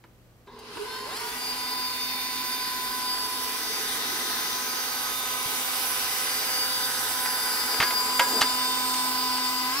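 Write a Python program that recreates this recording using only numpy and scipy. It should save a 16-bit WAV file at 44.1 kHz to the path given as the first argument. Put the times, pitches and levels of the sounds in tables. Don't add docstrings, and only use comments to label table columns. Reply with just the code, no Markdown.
import sys
import numpy as np
from scipy import signal
from scipy.fft import rfft, irfft, next_fast_len
from scipy.io import wavfile

SR = 44100
rng = np.random.default_rng(int(sys.argv[2]) if len(sys.argv) > 2 else 0)


def file_out(sig):
    cols = np.atleast_2d(sig).T
    lim = np.clip(cols, -1, 1)
    pcm = np.round(lim * 32767).astype(np.int16)
    wavfile.write(sys.argv[1], SR, pcm)


def boost(x):
    u = np.asarray(x, float) / 20
    return 10 ** u


N = 432180

HUM, MESH = 1.2827, 5.0
# pitch [Hz], left over right [dB].
PORT_BALANCE = [(60, 1.5), (380, 0), (700, 1), (1290, -6), (2380, 4.5), (4400, 0), (7000, 5.5), (9500, -3),
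                (11500, -13), (15000, -19)]
# time [s], level under full running [dB].
EFFORT = [(.54, -38.5), (.65, -24), (.75, -13), (.94, -6.5), (1.04, -8), (1.17, -2), (1.35, 1), (1.6, 1)]
# time [s], nearness [dB].
NEARNESS = [(1.6, -1), (2.2, -1), (3.15, 0.5), (4.2, 4), (4.6, 3.5), (5.25, 4), (5.8, 7), (6.4, 5.5),
            (7.4, 6.5), (8.2, 6.5), (8.8, 4.5), (9.4, 2.5), (9.7, 3), (9.8, 4)]


def in_time(rows, before=None):
    s, *columns = np.transpose(rows)
    return [np.interp(np.arange(N) / SR, s, c, left=before) for c in columns]


def at_hz(points, hz):
    table_hz, values = np.transpose(points)
    return np.interp(np.log(hz), np.log(table_hz + 1), values)


def rms_one(x):
    return x / np.sqrt(np.mean(x ** 2) + 1e-20)


def drift(rate):
    r = np.exp(-128 * np.pi * rate / SR)
    slow = signal.lfilter([1], [1, -2 * r, r * r], rng.standard_normal(N // 64 + 2002))[2000:]
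    return np.interp(np.arange(N) / 64, np.arange(len(slow)), rms_one(slow - slow.mean()))


def swells(rows):
    t = np.arange(N) / SR
    return sum(db * np.exp(-((t - s) / half) ** 2) for s, db, half in rows)


def ring(x, hz, t60):
    r, w = boost(-60 / (t60 * SR)), 2 * np.pi * hz / SR
    return signal.lfilter([0, np.sin(w)], [1, -2 * r * np.cos(w), r * r], x + 1e-18)


def resonance(x, hz, width):
    r = np.exp(-np.pi * width / SR)
    poles = [1, -2 * r * np.cos(2 * np.pi * hz / SR), r * r]
    return signal.lfilter(np.array([1, 0, -1]) * (1 - r * r) / 2, poles, x)


def bands():
    # pitch [Hz], correlation [-1 to 1].
    likeness = [(60, 0.76), (130, 0.83), (290, 0.89), (640, 0.73), (1410, 0.31), (3100, -0.1),
                (6820, -0.09), (15000, -0.01)]
    # pitch [Hz], phase [rad].
    left_lead = [(0, 0), (780, 0.1), (2150, 1.6), (2410, 2.1), (3270, 0.7), (3620, 2.6), (4390, 3.4),
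                 (4820, 9.6), (5510, 9.6), (6290, 16.5), (8700, 17.6), (10200, 29.6), (12700, 33.4),
                 (15500, 36.3)]
    edges = 25 * 2 ** (np.arange(29) / 2.99)
    white = rng.standard_normal((2, 2, N))
    for k, (low, high) in enumerate(zip(edges, edges[1:])):
        band = signal.butter(2, [low, high], "band", fs=SR, output="sos")
        near, other = signal.sosfilt(band, white[k % 2])
        hz = np.sqrt(low * high)
        lead = at_hz(left_lead, hz)
        alike = np.clip(at_hz(likeness, hz) / np.cos(min(lead, 1)), .25, 1)
        lag = round(lead / (2 * np.pi * hz) * SR)
        right = np.roll(alike * near + np.sqrt(1 - alike ** 2) * other, lag)
        yield hz, np.array([near, right]) * boost(at_hz(PORT_BALANCE, hz) / 2 * np.array([[1], [-1]]))


def room_tone():
    # pitch [Hz], density [dB per Hz].
    room_colour = [(15, -41), (25, -8), (53, -3), (91, -9.5), (123, -10.5), (144, -8.5), (262, -12.5),
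                   (513, -16), (955, -22.5), (15800, -41.5)]
    return boost(-56.5) * rms_one(sum(pair * boost(at_hz(room_colour, hz)) for hz, pair in bands()))


def refrigerator():
    # pitch [Hz], level [dB].
    mains = [(59.2, -84.5), (118.4, -62.5)]
    t = np.arange(N) / SR
    return sum(boost(db + 1.5 + 2.0 * drift(1.09)) * np.sin(2 * np.pi * hz * t) for hz, db in mains)


def kitchen(x):
    size = next_fast_len(N + SR)
    hz, spectrum = np.arange(size // 2 + 1) * SR / size, rfft(x, size)
    t60 = 0.314 / (1 + hz / 6000)
    sides = []
    for lags in rng.uniform(.009, .03, (2, 6)):
        loops = [boost(-60 * d / t60) * np.exp(-2j * np.pi * hz * d) for d in lags]
        echoes = sum((-1) ** k * g / (1 - g) for k, g in enumerate(loops))
        sides.append(irfft(spectrum * echoes, size)[:N])
    return np.array(sides)


def knock_rows():
    # time [s], peak [dB], brightest pitch [Hz].
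    lever = [
        (.039, -44, 820),
        (.462, -58, 3000),
        (.474, -46.5, 980),
        (.59, -41, 7000),
        (.77, -33, 900),
        (1.165, -26, 5000),
    ]
    # time [s], peak [dB], brightest pitch [Hz].
    whisk = [
        (3.951, -27, 1500),
        (5.091, -31, 860),
        (7.259, -21.5, 1500),
        (8.77, -28, 2500),
        (8.94, -22, 3000),
        (9.38, -23.5, 2200),
    ]
    # time [s], peak [dB], brightest pitch [Hz], rattle [ms], ring share [0-1].
    guard = [
        (7.743, -21, 1410, 4., 0.38),
        (7.801, -12.5, 1291, 14, 0.27),
        (7.817, -15.5, 1450, 12, 0.2),
        (7.826, -13, 1200, 5, 0.63),
        (7.832, -17.5, 1900, 14, 0.86),
        (7.907, -19.5, 1490, 6.6, .4),
        (8.194, -9.5, 1160, 12, 0.75),
        (8.195, -10.5, 6000, 3.5, 0.01),
        (8.411, -10, 3100, 8.1, 0.04),
        (8.415, -7.5, 2040, 10.4, 0.47),
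    ]
    return [(*row, 13, 0.54) for row in lever] + [(*row, 5.6, 0.37) for row in whisk] + guard


def knocks():
    # pitch [Hz], level [dB], t60 [s].
    rim = [(349.6, 14.5, 0.23), (514, 7, 0.12), (770, -33.5, 0.11), (973, -1.5, 0.29), (1200, -9.5, 0.14),
           (1421, -5, 0.145), (1640, -1, 0.49), (1900, -7, 0.19), (2112, 3.5, 0.084), (2190, -10.5, 0.35),
           (2440, -4.5, 0.054), (2900, 0, 0.058), (4050, -2, 0.029), (4670, 17, 0.059), (7000, -12, .02)]
    # time [s], level [dB].
    thuds = [
        (0.038, -51.5),
        (.77, -42.5),
        (5.459, -32),
        (7.8, -23),
        (7.825, -38),
        (8.195, -38.5),
        (8.411, -30),
    ]
    out, t = np.zeros(N), np.arange(SR // 3) / SR
    for s, peak_db, bright_hz, rattle_ms, share in knock_rows():
        draw, luck = rng.standard_normal((3, len(t))), rng.standard_normal((2, len(rim)))
        sparse = draw[0] * (abs(draw[1]) > 1.2)
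        contacts = sparse * np.exp(-t / (rattle_ms / 1200)) * np.minimum(t / 0.00043, 1)
        rings = 0
        for (hz, db, t60), odd, shift in zip(rim, *luck):
            mode_db = db + 2 * odd - 7.3 * np.log2(hz / bright_hz) ** 2
            rings = rings + ring(contacts, hz * (1 + 0.015 * shift), t60 * share) * boost(mode_db)
        broad = signal.butter(2, [bright_hz / 2.58, bright_hz * 2.31], "band", fs=SR, output="sos")
        clack = signal.sosfilt(broad, contacts)
        crack = .16 * draw[2] * np.exp(-t / .0035) * np.minimum(t / .0008, 1)
        hit = share * rings / abs(rings).max() + 1.2 * clack / abs(clack).max() + crack
        hit = signal.sosfilt(signal.butter(2, 250, "high", fs=SR, output="sos"), hit)
        at = round(s * SR)
        out[at:at + len(t)] += boost(peak_db) * hit[:N - at]
    for s, thud_db in thuds:
        at = round(s * SR)
        out[at:at + len(t)] += boost(thud_db) * np.sin(2 * np.pi * 130 * t) * np.exp(-t / 0.0044)
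    return out


def low_step():
    # time [s], groan level [dB].
    groan_curve = [(.472, -47), (.52, -47), (.57, -48), (.7, -49.5), (.8, -45.5), (.95, -43), (1.1, -44.5),
                   (1.3, -47), (1.6, -61.5)]
    # pitch [Hz], width [Hz], level [dB].
    groan_modes = [(245, 12, -13), (429, 41, -2.5), (985, 150, -3.5), (1563, 144, -15), (2050, 46, -16.5),
                   (3790, 450, -14)]
    # start [s], end [s], start pitch [Hz], end pitch [Hz], level [dB].
    whines = [
        (.85, 1.16, 1000, 1040, -43),
        (.85, 1.05, 1490, 1570, -50),
        (.95, 1.05, 1850, 1890, -54),
        (.83, 1.05, 2900, 3150, -49),
        (.86, 1.04, 3520, 3720, -51),
        (.8, 1.11, 4060, 4370, -47.5),
        (.84, 1.03, 5200, 5350, -53),
        (.95, 1.07, 6850, 6950, -58),
        (1.1, 1.21, 3250, 4400, -46),
        (1.13, 1.24, 4350, 5650, -46.5),
    ]
    size = 2 * SR
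    t, white, out = np.arange(size) / SR, rng.standard_normal(size), np.zeros(N)
    groan = 0
    for hz, width, db in groan_modes:
        mode = resonance(resonance(white, hz, width), hz, 2 * width)
        groan = groan + boost(db) * rms_one(mode)
    out[:size] = groan * boost(in_time(groan_curve, before=-120)[0][:size]) * (t < groan_curve[-1][0])
    for start, end, start_hz, end_hz, level_db in whines:
        along = np.clip((t - start) / (end - start), 0, 1)
        glide = start_hz + (end_hz - start_hz) * np.sin(along * np.pi / 2)
        pitch = glide + end_hz * 0.0033 * drift(17)[:size]
        level = boost(level_db + 3 + 2.5 * drift(12)[:size]) * np.sin(np.pi * along) ** .5
        out[:size] += level * np.sin(2 * np.pi * np.cumsum(pitch) / SR)
    return np.array([out, np.roll(out, 1)])


def shaft_speed():
    # time [s], new speed [turns per s], ramp [s], share that creeps in afterwards [0-1].
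    lever_steps = [
        (.655, 88, .145, .15),
        (1.04, 200.7, .14, .35),
        (9.715, 255, .14, .35),
    ]
    t, speed, old = np.arange(N) / SR, np.zeros(N), 0
    for s, new, ramp_s, creep in lever_steps:
        since = np.maximum(t - s, 0)
        ramp = np.minimum(since / ramp_s, 1)
        settle = 1 - np.exp(-since / .15)
        speed += (new - old) * ((1 - creep) * ramp + creep * settle)
        old = new
    return speed


def noise_db():
    # full running [dB], share of effort, share of nearness.
    noise_layers = [
        (-44.5, .12, .3),
        (-37, 0.57, 0.51),
        (-39.5, 0.57, 0.58),
        (-40, 1.1, 1),
    ]
    # time [s], lift [dB], half-length [s].
    bowl_rumbles = [
        (2.96, 2.5, 0.26),
        (4.16, 4, 0.35),
        (7.85, 3, 0.24),
        (8.37, 13, 0.089),
    ]
    (effort,), (near,) = in_time(EFFORT), in_time(NEARNESS)
    switch_s, rise_s = 0.463, .07
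    switch, = in_time([(switch_s, -15), (switch_s + rise_s, 0)], before=-82)
    layers = [full_db + a * effort + b * near + switch for full_db, a, b in noise_layers]
    layers[0] += swells(bowl_rumbles)
    return np.array(layers)


def housing(x):
    # pitch [Hz], width [Hz], level over the noise [dB].
    castings = [(244, 18, 7), (326, 104, 4), (437, 21.8, 8.5), (807, 100, 4.5), (1024, 24, 7),
                (1550, 150, 3.5), (2022.4, 76.3, 6), (3000, 25, -0.5), (3874, 126, 4.5), (4189, 82, 4),
                (5266, 226, 3), (10350, 920, 7.5), (13280, 447.4, 8)]
    for hz, width, lift_db in castings:
        x = x + (boost(lift_db) - 1) * resonance(x, hz, width)
    return x


def counter(x):
    treble = signal.sosfilt(signal.butter(2, 2500, "high", fs=SR, output="sos"), x)
    lag = SR * (.0004 + .00004 * drift(.2))
    mirrored = [np.interp(np.arange(N) - lag, np.arange(N), side) for side in treble]
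    return x + .25 * np.array(mirrored)


def motor_noise(turns, patchy_db=1.5, flutter_db=2.0):
    zone_hz = [350, 1500, 4600, 11000]
    # pitch [Hz], density within the layers [dB per Hz].
    colour = [(100, -32), (200, -3.5), (450, -0.5), (570, -9.5), (750, 0.5), (1600, 0), (2600, 0.5),
              (3300, 0.5), (4700, 6), (5400, 3.5), (6400, -1), (9000, -1), (10800, -3), (14000, -4.5)]
    zone_trim = [(350, 9.44), (1500, 7.3), (4600, 4.75), (11000, 0.7)]   # (Hz, dB)
    zones, motor = boost(noise_db()), 0
    shared = drift(2.1)
    for hz, pair in bands():
        place = np.interp(np.log(hz), np.log(zone_hz), np.arange(4))
        k = min(int(place), 2)
        level = zones[k] * (k + 1 - place) + zones[k + 1] * (place - k)
        per_hz = at_hz(colour, hz) + at_hz(zone_trim, hz)
        flutter = flutter_db * (.2 * shared + drift(11)) / 2
        motor = motor + pair * level * boost(per_hz + patchy_db * drift(0.6) + flutter)
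    beat = 1 + .05 * (np.cos(turns) + np.cos(turns / 2)) + .02 * np.cos(HUM * turns)
    return counter(housing(motor * beat))


def tone_db():
    # time [s], level [dB].
    mesh_heard = [(.9, -47.5), (1.14, -51.5), (1.4, -46.5), (1.75, -37.5), (2.0, -42), (3.0, -35),
                  (3.5, -40), (3.75, -53), (4.6, -41), (5.0, -54.5), (5.3, -42.5), (6.0, -48.5), (6.8, -43),
                  (7.15, -48.5), (7.5, -41), (8.0, -33), (9.72, -33.5), (9.8, -38)]
    # time [s], lift
    # [dB], half-length [s].
    mesh_swells = [
        (.82, 12.5, 0.022),
        (1.24, 9, 0.0622),
        (7.26, 11.5, 0.15),
    ]
    # time [s], lift [dB], half-length [s].
    swells18 = [(.95, -4.5, 0.085), (1.4, -1, .1), (2.1, 9.5, 0.17), (2.55, 3, 0.105), (4.65, -3, 0.254),
                (5.2, 8.5, 0.13), (6.1, 2.5, .4), (8.62, 7.5, .45), (9.45, 3, 0.22)]
    # time [s], lift [dB], half-length [s].
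    swells24 = [(1.36, -10, 0.052), (1.55, 6, 0.47), (2.5, 4, 0.182), (3.15, 7.5, 0.14), (4.0, -1, 0.16),
                (4.5, 2.5, 0.13), (5.05, 3.5, 0.22), (6.55, 8, 0.34), (7.35, 4, 0.28), (8.1, 12.5, 0.567),
                (9.35, 6, 0.63)]
    (effort,), (near,), speed = in_time(EFFORT), in_time(NEARNESS), shaft_speed()
    blur = 0.6 * np.gradient(speed) * SR / 100
    guard_on_s, seat_s = 7.45, 1
    guard, = in_time([(guard_on_s, 0), (guard_on_s + seat_s, 11.5)])
    hum = -54 + 1.86 * effort - 0.444 * near + guard - 0.71 * blur
    mesh = in_time(mesh_heard)[0] + swells(mesh_swells)
    order18 = -49 + 0.77 * effort + swells(swells18) - blur
    order24 = -47.5 + 2.7 * effort + swells(swells24) - 0.67 * blur
    return np.array([hum, mesh, order18, order24]) - 120 * (speed < 60)


def tone(turns, multiple, level, fade_db, rough):
    hz = multiple * 200
    phase = multiple * turns + rough * drift(13.5)
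    apart = min(hz / 1300, 1.4) * (1 + .4 * drift(.5))
    left = boost(at_hz(PORT_BALANCE, hz) + min(hz / 800, 3) * drift(.6))
    centre = np.maximum(abs(left + np.exp(1j * apart)) / 2, .5)
    fading = boost(fade_db * drift(.9) + min(hz / 1000, 2.3) * drift(10))
    wave = np.sqrt(2) * level * fading / centre
    return wave * [left * np.sin(phase), np.sin(phase - apart)]


def tones(turns):
    weak_orders = [2 * HUM, 3 * HUM, 4 * HUM, MESH + HUM, MESH + 2 * HUM, 9.92, 11.4, 12, 14.5, 30, 36, 42,
                   48, 54, 60, 66]
    weak_db = [-66.5, -54.5, -51.5, -49.5, -50.5, -53.5, -57, -55.5, -58, -54.5, -56, -54, -51, -54, -63,
               -59.5]
    # time [s], lift [dB], half-length [s].
    weak_swells = [(6.7, 12.5, 3), (9.01, 3.5, 0.78), (7.5, -10.5, 0.71), (2.5, -17, 0.92),
                   (7.47, 3.5, 0.79), (6.2, -4.5, 0.92), (5., 1, 1.07), (8.55, -15, 1.3), (6.9, 3, 1.),
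                   (8.6, 0, 0.48), (8.9, 10.5, 1.116), (9.02, 13.5, 0.9), (8.74, -19, 0.68),
                   (6.37, 9.5, 1.4), (5.6, 6, .7), (5., -2, 1.)]
    # time [s], level [dB].
    spin_up = [(1.06, -10), (1.12, 4.5), (1.17, -4.5), (1.23, 3), (1.32, -0.5), (9.8, 4.5)]
    hum, mesh, order18, order24 = boost(tone_db())
    out = tone(turns, HUM, hum, .5, .2) + tone(turns, MESH, mesh, .5, .15)
    out += tone(turns, 18, order18, .5, .4) + tone(turns, 24, order24, .5, .4)
    strain_db, = in_time(spin_up, before=-120)
    fine_db = noise_db()[3] + 37 - abs(strain_db)
    for multiple, level_db, swell in zip(weak_orders, weak_db, weak_swells):
        strained = strain_db if multiple <= 30 else fine_db
        level = boost(strained + level_db + swells([swell]))
        out += tone(turns, multiple, level, 1.5, .1 + multiple / 70)
    return out


def scene():
    speed = shaft_speed() + .2 * drift(1.5)
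    turns = 2 * np.pi * np.cumsum(speed + .11 * drift(9)) / SR
    hits = knocks()
    pair = np.array([hits, np.roll(hits, 1)]) * boost([[-.5], [.5]])
    background = room_tone() + refrigerator()
    contacts = pair + boost(-15.5) * kitchen(hits)
    return background + contacts + low_step() + motor_noise(turns) + tones(turns)


def band_limit(x):
    return signal.sosfilt(signal.butter(12, 15900, fs=SR, output="sos"), x)


def record(dry):
    rounded = .8 * np.tanh(dry / .8)
    cut = signal.sosfilt(signal.ellip(12, .5, 70, 15740, fs=SR, output="sos"), rounded)
    return band_limit(cut)


dry = scene()
out = record(dry)
file_out(out)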